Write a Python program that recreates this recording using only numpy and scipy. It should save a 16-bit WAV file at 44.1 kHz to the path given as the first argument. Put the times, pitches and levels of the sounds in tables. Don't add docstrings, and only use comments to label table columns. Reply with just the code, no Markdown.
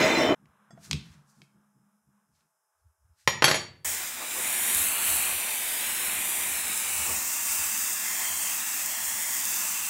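import sys
import numpy as np
from scipy import signal
from scipy.fft import rfft, irfft, next_fast_len
from scipy.io import wavfile
from scipy.ndimage import map_coordinates

SR = 44100
rng = np.random.default_rng(int(sys.argv[2]) if len(sys.argv) > 2 else 0)


def wav_record(signal):
    frames = np.transpose(np.atleast_2d(signal))
    bounded = np.clip(frames, -1, 1)
    quanta = np.round(bounded * 32767).astype(np.int16)
    wavfile.write(sys.argv[1], SR, quanta)


N = 436149

# f/Hz, density/dB
WOOD_SPECTRUM = [(18, -75), (30, -44.5), (43, -16.5), (92, -30), (111, -10.5), (139, 3.5), (204, -5),
                 (500, -26), (650, -64.5), (1100, -120)]
# f/Hz, density/dB
HUSH_SPECTRUM = [(240, -37.5), (400, -11), (428, -13.5), (734, -9.5), (1120, -3), (1600, -7), (1900, -17),
                 (4000, -26.5), (5200, -65), (8800, -120)]
# f/Hz, density/dB
DEEP_SPECTRUM = [(30, -41), (50, -7.5), (80, 9), (110, -6), (160, -52)]


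def amp(db):
    return 10 ** (np.asarray(db) / 20)


def unit(x):
    return x / np.sqrt(np.mean(x ** 2) + 1e-20)


def along(points, hz):
    f, v = np.transpose(points)
    return np.interp(np.log(hz + 1), np.log(f + 1), v)


def curves(rows):
    s, *cols = np.transpose(rows)
    return [np.interp(np.arange(N) / SR, s, c) for c in cols]


def wobble(rate_hz, at=np.arange(N)):
    knots = rng.standard_normal(int(N * rate_hz / SR) + 4)
    return map_coordinates(knots, [at * rate_hz / SR])


def filtered(x, response):
    m = next_fast_len(N + SR // 2)
    return irfft(rfft(x, m) * response(np.fft.rfftfreq(m, 1 / SR)), m)[..., :N]


def noise(spectrum, grit_db=0):
    grains = rng.standard_normal(N) * amp(grit_db * rng.exponential(size=N))
    return unit(filtered(grains, lambda hz: amp(along(spectrum, hz))))


def narrow(hz, width_hz, size):
    pole = np.exp(np.pi * (2j * hz - width_hz) / SR)
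    return unit(signal.lfilter([1], [1, -pole], rng.standard_normal(size)).real)


def knock(spectrum, t60_s, corner_hz=12000):
    n = 8192
    hz, t = np.fft.rfftfreq(n, 1 / SR), np.arange(n) / SR
    gain = amp(along(spectrum, hz)) / (1 + (hz / corner_hz) ** 2)
    cep = irfft(np.log(gain + 1e-6))
    cep[1:n // 2] *= 2
    cep[n // 2 + 1:] = 0
    body = irfft(np.exp(rfft(cep)))
    blow = rng.standard_normal(n) * amp(-60 * t / t60_s) + 5 * (t == 0)
    burst = signal.fftconvolve(blow, body)[:n]
    return burst / np.abs(burst).max()


def ring(modes, spread_db):
    t = np.arange(SR // 2) / SR
    total = 0
    for hz, db, t60_s in modes:
        decay = amp(db + rng.normal(0, spread_db) - 60 * t / t60_s)
        drift_rad = np.cumsum(rng.normal(0, 0.027, len(t)))
        total = total + decay * np.sin(2 * np.pi * hz * t + drift_rad)
    return total


def swells(events, rise, fall):
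    t = np.arange(0, N / SR, .001)
    s, db, *held_s = np.array(events).T[:, :, None]
    since_end_s = np.maximum(t - s - np.abs(sum(held_s)), 0)
    shape_db = rise * np.minimum(t - s, 0) - fall * since_end_s
    return np.interp(np.arange(N) / SR, t, np.sqrt((amp(db + shape_db) ** 2).sum(axis=0)))


def add(track, s, x):
    track[round(s * SR):][:len(x)] += x


def spray():
    # t/s, level/dB
    jet_levels = [(3.85, -28.5), (4.02, -34), (4.18, -37.5), (4.47, -28.5), (4.79, -24.5), (4.97, -28.5),
                  (5.1, -24.5), (5.26, -27), (5.5, -31.5), (5.75, -29.5), (6.41, -29), (6.61, -30.5),
                  (7.06, -29), (7.33, -30), (7.52, -28), (8.05, -30), (8.35, -29), (8.88, -31), (9.6, -29),
                  (9.89, -31.5)]
    # t/s, mean delay/ms, strength/0-1
    table_echo = [(3.85, .13, 0.6), (4.1, 0.14, 0.4), (4.3, 0.12, 0.4), (4.5, .095, 0.72), (5, 0.09, 0.9),
                  (5.4, 0.092, 0.6), (5.8, 0.092, 0.5), (6.2, 0.095, 0.8), (6.6, .103, 0.6), (7, .112, 0.5),
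                  (7.2, 0.14, 0.7), (7.6, .13, 0.6), (8, 0.14, 0.7), (8.4, 0.13, 0.6), (8.8, 0.14, 0.6),
                  (9.2, 0.13, 0.6), (9.6, 0.14, 0.6), (9.89, .13, .45)]
    # base delay/ms, relative strength/0-1
    nearby = [(.33, 0.04), (.5, 0.25), (.72, 0.27), (.9, 0.05), (1.1, 0), (1.3, 0.03), (1.5, 0.07),
              (1.9, 0.13), (2.2, 0.05), (2.5, 0.06), (2.85, 0.14), (3.151, 0.1), (3.8, .05), (4.25, .06)]
    # f/Hz, density/dB
    jet_spectrum = [(1500, -23), (3000, -12), (5000, -3.5), (8000, 2), (12000, -1.5), (16000, 0)]
    # f/Hz, density/dB
    splash_spectra = [(120, -21), (200, -18), (347, -12.5), (486, -15.5), (535, -12), (834, -5.5),
                      (980, -5.5), (1300, -6.5), (1370, -5.5), (1630, -4), (2480, 1.5), (3480, -3),
                      (3820, -0.5), (4490, -5.5), (5000, -8), (6500, -40), (11000, -120)], [(120, -43),
                      (200, -19.5), (382, -19), (474, -64), (542, -17.5), (967, -5.5), (1550, -8),
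                      (1750, -2.5), (2080, -1), (2320, -4), (2760, 2), (2960, -4.5), (3210, 1.5),
                      (3720, -4.5), (5000, -10.5), (6500, -57), (11000, -120)]
    # f/Hz, density/dB
    draught_spectrum = [(15, -51), (25, -53), (55, -17), (75, 4), (124, -19.5), (193, 4.5), (400, -9),
                        (520, -63), (880, -120)]
    # t/s, peak/dB
    puffs = [(3.9, -51), (4.5, -60), (4.8, -47), (5.13, -46), (5.36, -52.5), (5.9, -57), (6.5, -49),
             (7.0, -49), (7.1, -42), (7.6, -50.5), (8.33, -58), (9.15, -59)]
    # t/s, peak/dB
    spits = [(4.22, -40.5), (4.38, -39), (7.1, -39.5)]
    # f/Hz, density/dB
    spit_spectrum = [(120, -30), (250, -6), (600, -3), (1200, -1), (2000, -20), (4000, -65)]
    usual_jet_db, nearby_db = -30.5, -2
    raised_s, raising_s = 7.15, 0.28
    jet_spread = 0.047

    jet_db, = curves(jet_levels)
    swing_db = jet_db - usual_jet_db
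    table_ms, strength = curves(table_echo)
    high = np.clip((np.arange(N) / SR - raised_s) / raising_s + .5, 0, 1)
    splash = np.sqrt(1 - high) * noise(splash_spectra[0]) + np.sqrt(high) * noise(splash_spectra[1])
    splash_db = -38.5 + 0.31 * swing_db
    air = amp(jet_db + 0.54 * wobble(14)) * noise(jet_spectrum, grit_db=2.14)
    air = air + amp(splash_db + 0.76 * wobble(16)) * splash

    hz, t, z = signal.stft(air, SR, nperseg=1024)
    at = np.minimum((t * SR).astype(int), N - 1)

    def echo(ms):
        return np.exp(-2j * np.pi * hz[:, None] * ms / 1000)

    table_gain = strength[at] / (1 + (hz[:, None] / 13000) ** 2)
    table = [table_gain * echo(table_ms[at] * (1 + end * jet_spread)) for end in (-1, 1)]
    paths = 1
    for ms, size in nearby:
        gain = amp(nearby_db) * size * np.tanh(2 * wobble(3, at))
        paths = paths + gain * echo(ms + 0.57 * table_ms[at] + 0.024 * wobble(1.4, at))
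    comb = np.sqrt(sum(np.abs(paths + end) ** 2 for end in table) / 2)
    air = signal.istft(z * comb, SR, nperseg=1024)[1][:N]

    air = air + swells(spits, rise=370, fall=280) * noise(spit_spectrum)
    draught_db = -60.5 + 1.4 * swing_db + 2.6 * wobble(4.5)
    draught = amp(draught_db) * noise(draught_spectrum)
    return air + amp(-8.5) * room(air) + draught + swells(puffs, rise=160, fall=210) * noise(DEEP_SPECTRUM)


def push():
    # t/s, level/dB, bright part above it/dB
    board = [(0.0, -23, 2), (0.03, -25, 3), (0.042, -22.5, 1), (0.174, -27.5, 1.5), (0.19, -21.5, -4.5),
             (0.236, -25.5, -2), (0.324, -20, -16), (0.348, -29.5, -12)]
    # f/Hz, width/Hz, relative level/dB
    heap = [(336, 26, -3), (627, 17, 3), (887, 29, -2.5), (2050, 47, 3), (2400, 23, -3.5), (3590, 34, -4),
            (4050, 27, -4), (4600, 68, -22.5), (4750, 21, -17.5), (5080, 34, -12), (5470, 35.5, -20),
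            (5440, 27, -10), (5820, 32, -16), (6283, 42, -15.5), (6750, 75, -17.5), (7240, 32, -16),
            (7835, 33, -21), (8090, 34, -42.5), (9800, 42, -29.5), (11700, 34, -27.5), (13000, 40, -39),
            (14770, 81, -33), (15430, 98, -27)]
    # f/Hz, width/Hz, relative level/dB
    late_part = (3054, 14, -1.2)
    # f/Hz, density/dB
    drag_spectrum = [(35, -51.5), (60, -14.5), (329, 3), (604, -3), (1370, -8), (2080, -7), (2620, -10),
                     (3090, -17.5), (3390, -16), (3640, -19), (4590, -28.5), (5400, -28), (15800, -44.5)]
    late_s = .21

    board_db, bright_db = curves(board)
    at = np.arange(SR // 2)
    drag = noise(drag_spectrum, grit_db=2.5)[at]
    for hz, width_hz, db in heap:
        drag = drag + amp(db - 9.0 + 3.1 * wobble(18, at)) * narrow(hz, width_hz, len(at))
    hz, width_hz, db = late_part
    onset = np.clip((at / SR - late_s) / .04, .1, 1)
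    drag = drag + amp(db) * onset * narrow(hz, width_hz, len(at))
    low = filtered(drag, lambda hz: 1 / (1 + (hz / 1350) ** 4))[at]

    def whole(x):
        return np.pad(unit(x), (0, N - len(at)))

    return amp(board_db) * whole(low) + amp(board_db + bright_db) * whole(drag - low)


def drop():
    # t/s, peak/dB, hardness corner/Hz, near pin/dB, far pin/dB (pins relative to the peak)
    contacts = [(3.2756, -2, 3430, -8, -30), (3.2845, -14, 3970, -9.5, -28.5),
                (3.4229, -2, 2160, -13, -38.5), (3.4423, -4.5, 3023, -14, 1.5),
                (3.4558, -14, 3000, -11.5, -0.5), (3.4648, -16, 4030, -12, -11),
                (3.481, -6, 4053, -3.5, -19.5), (3.488, -12.5, 2996, -7, -11),
                (3.499, -21, 3020, -15.5, -11.5), (3.513, -9.5, 4080, -6.5, -6),
                (3.544, -11, 3980, -6.5, -9), (3.555, -21.5, 4000, -2, -4.5),
                (3.565, -22, 4020, -5.5, -11.5)]
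    # f/Hz, relative level/dB, t60/s, pin (0 near, 1 far)
    pins = [(4180, -18, 0.069, 0), (5630, -19, 0.17, 0), (6810, -20.5, 0.19, 0), (9330, -20, 0.091, 0),
            (11640, -29, 0.13, 0), (12600, -40, .14, 0), (2360, -29, .1, 1), (3260, -18, 0.19, 1),
            (4510, -11, 0.068, 1), (4547, -26, 0.45, 1), (5450, -26, 0.21, 1), (6270, -22, 0.19, 1),
            (7710, -26, 0.16, 1), (8160, -36.5, .24, 1), (11100, -26, .09, 1), (11100, -19, 0.12, 1),
            (14260, -31, .1, 1)]
    # f/Hz, density/dB
    slap_spectrum = [(40, -38), (90, -8.5), (151, -3), (270, -10), (360, -1.5), (900, -3.5), (1140, -3),
                     (2000, -0.5), (4500, -1.5), (8000, -11.5), (15800, -16.5)]
    # t/s, level before low-pass/dB
    rattle = [(3.43, -130), (3.445, -29), (3.55, -27), (3.6, -44.5), (3.65, -130)]

    out = np.zeros(N)
    for s, db, corner_hz, *pin_db in contacts:
        add(out, s, amp(db) * knock(slap_spectrum, 0.037, corner_hz))
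        modes = [(hz, level + pin_db[int(pin > .5)], t60_s) for hz, level, t60_s, pin in pins]
        add(out, s, amp(db) * ring(modes, spread_db=1.6))
    chatter = filtered(noise(slap_spectrum, grit_db=2.5), lambda hz: 1 / (1 + (hz / 4000) ** 2))
    return out + amp(curves(rattle)[0] + 3.7 * wobble(120)) * chatter


def clicks():
    # t/s, peak/dB, thump above it/dB, hardness corner/Hz
    panel_clicks = [(0.457, -53.5, -1, 2500), (0.9118, -10, -31, 12000), (0.9307, -12.5, -17, 12000),
                    (0.953, -41, -4, 12000), (0.972, -42, -5, 12000), (1.418, -39, -20.5, 2500),
                    (2.3524, -65.5, -12, 8000), (2.4074, -61, -16, 5000)]
    # f/Hz, density/dB
    panel_spectrum = [(350, -42.5), (600, -12.5), (1820, -5), (2230, 0), (4550, 2), (6580, -1.5),
                      (9140, -6.5), (10500, -17.5), (12900, -14.5), (15800, -36)]
    # t/s, level/dB, tilt/(dB/octave)
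    tinks = [(0.707, -50, 4), (0.776, -44, -8.5)]
    # f/Hz, relative level/dB, t60/s
    small_modes = [(680, -3.5, .07), (1350, -11, .06), (1865, -9.5, 0.06), (3390, -30, 0.17),
                   (4899, -25.5, 0.1), (5400, -27, .08), (6380, -25.5, 0.16), (7558, -32.5, .1),
                   (8210, -34, .12)]

    out = np.zeros(N)
    for s, db, thump_db, corner_hz in panel_clicks:
        add(out, s, amp(db) * knock(panel_spectrum, 0.016, corner_hz))
        add(out, s + 0.0033, amp(db + thump_db) * knock(WOOD_SPECTRUM, 0.11))
    lowest_hz = small_modes[0][0]
    for s, db, tilt_db in tinks:
        modes = [(hz, level + tilt_db * np.log2(hz / lowest_hz), t60_s) for hz, level, t60_s in small_modes]
        add(out, s, amp(db) * ring(modes, spread_db=3.8))
        add(out, s, amp(db - 12.5) * knock(HUSH_SPECTRUM, 0.083))
    return out


def hands():
    # t/s, peak/dB, held/s, dull part above it/dB
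    strokes = [(.85, -49.5, 0, -3), (.97, -67, 0.17, 6), (1.3, -64, .01, -19), (1.34, -73, .1, -12),
               (2.36, -74, 0, -1), (2.4, -81, 0.0037, 4), (2.8, -86.5, .01, -6), (3.2, -65.5, 0.021, 0)]
    # f/Hz, density/dB
    glove_spectrum = [(880, -40.5), (1500, -1), (2380, -3.5), (3110, -6.5), (5290, -0.5), (8090, -4),
                      (12100, -11), (15800, -22)]
    # t/s, peak/dB
    rumbles = [(.42, -57.5), (.74, -51), (.94, -37.5), (1.22, -70), (1.4, -57.5), (1.55, -61.5),
               (1.77, -61.5), (2.08, -70.5), (2.3, -76), (2.43, -81.5), (3.1, -82)]
    # t/s, peak/dB
    bump_events = [(.5, -68), (.84, -63), (.95, -39), (1.12, -52), (1.4, -80.5), (1.58, -82.5), (2.08, -79),
                   (2.34, -75), (2.87, -57), (3.05, -62.5), (3.11, -63), (3.31, -48), (3.44, -43.5),
                   (3.55, -50), (3.72, -61)]
    # t/s, level/dB
    hush_levels = [(.36, -71), (.9, -65), (1.3, -73), (2, -81.5), (3.2, -83)]
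    # t/s, level/dB
    hum_levels = [(.36, -68), (1.3, -71.5), (2.25, -74.5), (2.45, -120)]
    # f/Hz, mean level/dB
    whine_tones = [(645, -89), (861, -86), (5180, -92), (10400, -92)]
    # f/Hz, density/dB
    fizz_spectrum = [(3500, -45.5), (5200, -1.5), (8000, 0.5), (11000, 1), (13000, -3), (16000, -13.5)]
    hum_hz, hum_width_hz = 205, 14

    t = np.arange(N) / SR
    whine = 0
    for hz, db in whine_tones:
        whine = whine + amp(db + 2 * wobble(20)) * np.sin(2 * np.pi * hz * t + 1.2 * wobble(60))

    glove = amp(1.7 * wobble(30)) * noise(glove_spectrum)
    dull = filtered(glove, lambda hz: 1 / (1 + (hz / 4000) ** 4))
    dull_strokes = [(s, db + dull_db, held_s) for s, db, held_s, dull_db in strokes]
    rub = swells([row[:3] for row in strokes], rise=400, fall=200) * (glove - dull)
    rub = rub + swells(dull_strokes, rise=400, fall=200) * dull

    rumble = swells(rumbles, rise=380, fall=140) * amp(3.15 * wobble(22)) * noise(WOOD_SPECTRUM)
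    bumps = swells(bump_events, rise=350, fall=300) * noise(DEEP_SPECTRUM)
    hum = unit(filtered(rng.standard_normal(N), lambda f: 1 / (1 + (2 * (f - hum_hz) / hum_width_hz) ** 2)))
    hum = amp(curves(hum_levels)[0]) * hum
    hush = amp(curves(hush_levels)[0] + 1.8 * wobble(12)) * noise(HUSH_SPECTRUM)
    return rub + hush + rumble + bumps + hum + whine + amp(-82.0) * noise(fizz_spectrum)


def room(x):
    # f/Hz, t60/s
    decay = [(100, 0.97), (300, 0.4), (1000, 0.37), (3000, 0.39), (8000, 0.27), (15000, 0.18)]
    hz, t, z = signal.stft(rng.standard_normal(SR), SR, nperseg=256)
    tail = signal.istft(z * amp(-60 * t / along(decay, hz)[:, None]), SR, nperseg=256)[1]
    late = np.pad(x, (150, 0))
    return signal.fftconvolve(late, tail / np.linalg.norm(tail))[:N]


def scene():
    cuts = [.348, 3.847]
    ticks, fall = clicks(), drop()
    bench = hands() + ticks + amp(-10) * room(ticks) + fall + amp(-7.0) * room(fall)
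    t = np.arange(N) / SR
    first, second = (np.clip((t - s) / .002 + .5, 0, 1) for s in cuts)
    mix = push() * (1 - first) + bench * (first - second) + spray() * second
    return np.tile(mix, (2, 1))


def record(dry):
    top_hz = 15900
    return filtered(dry, lambda hz: np.cos(np.pi / 2 * np.clip((hz - top_hz) / 200 + 1, 0, 1)) ** 2)


dry = scene()
out = record(dry)
wav_record(out)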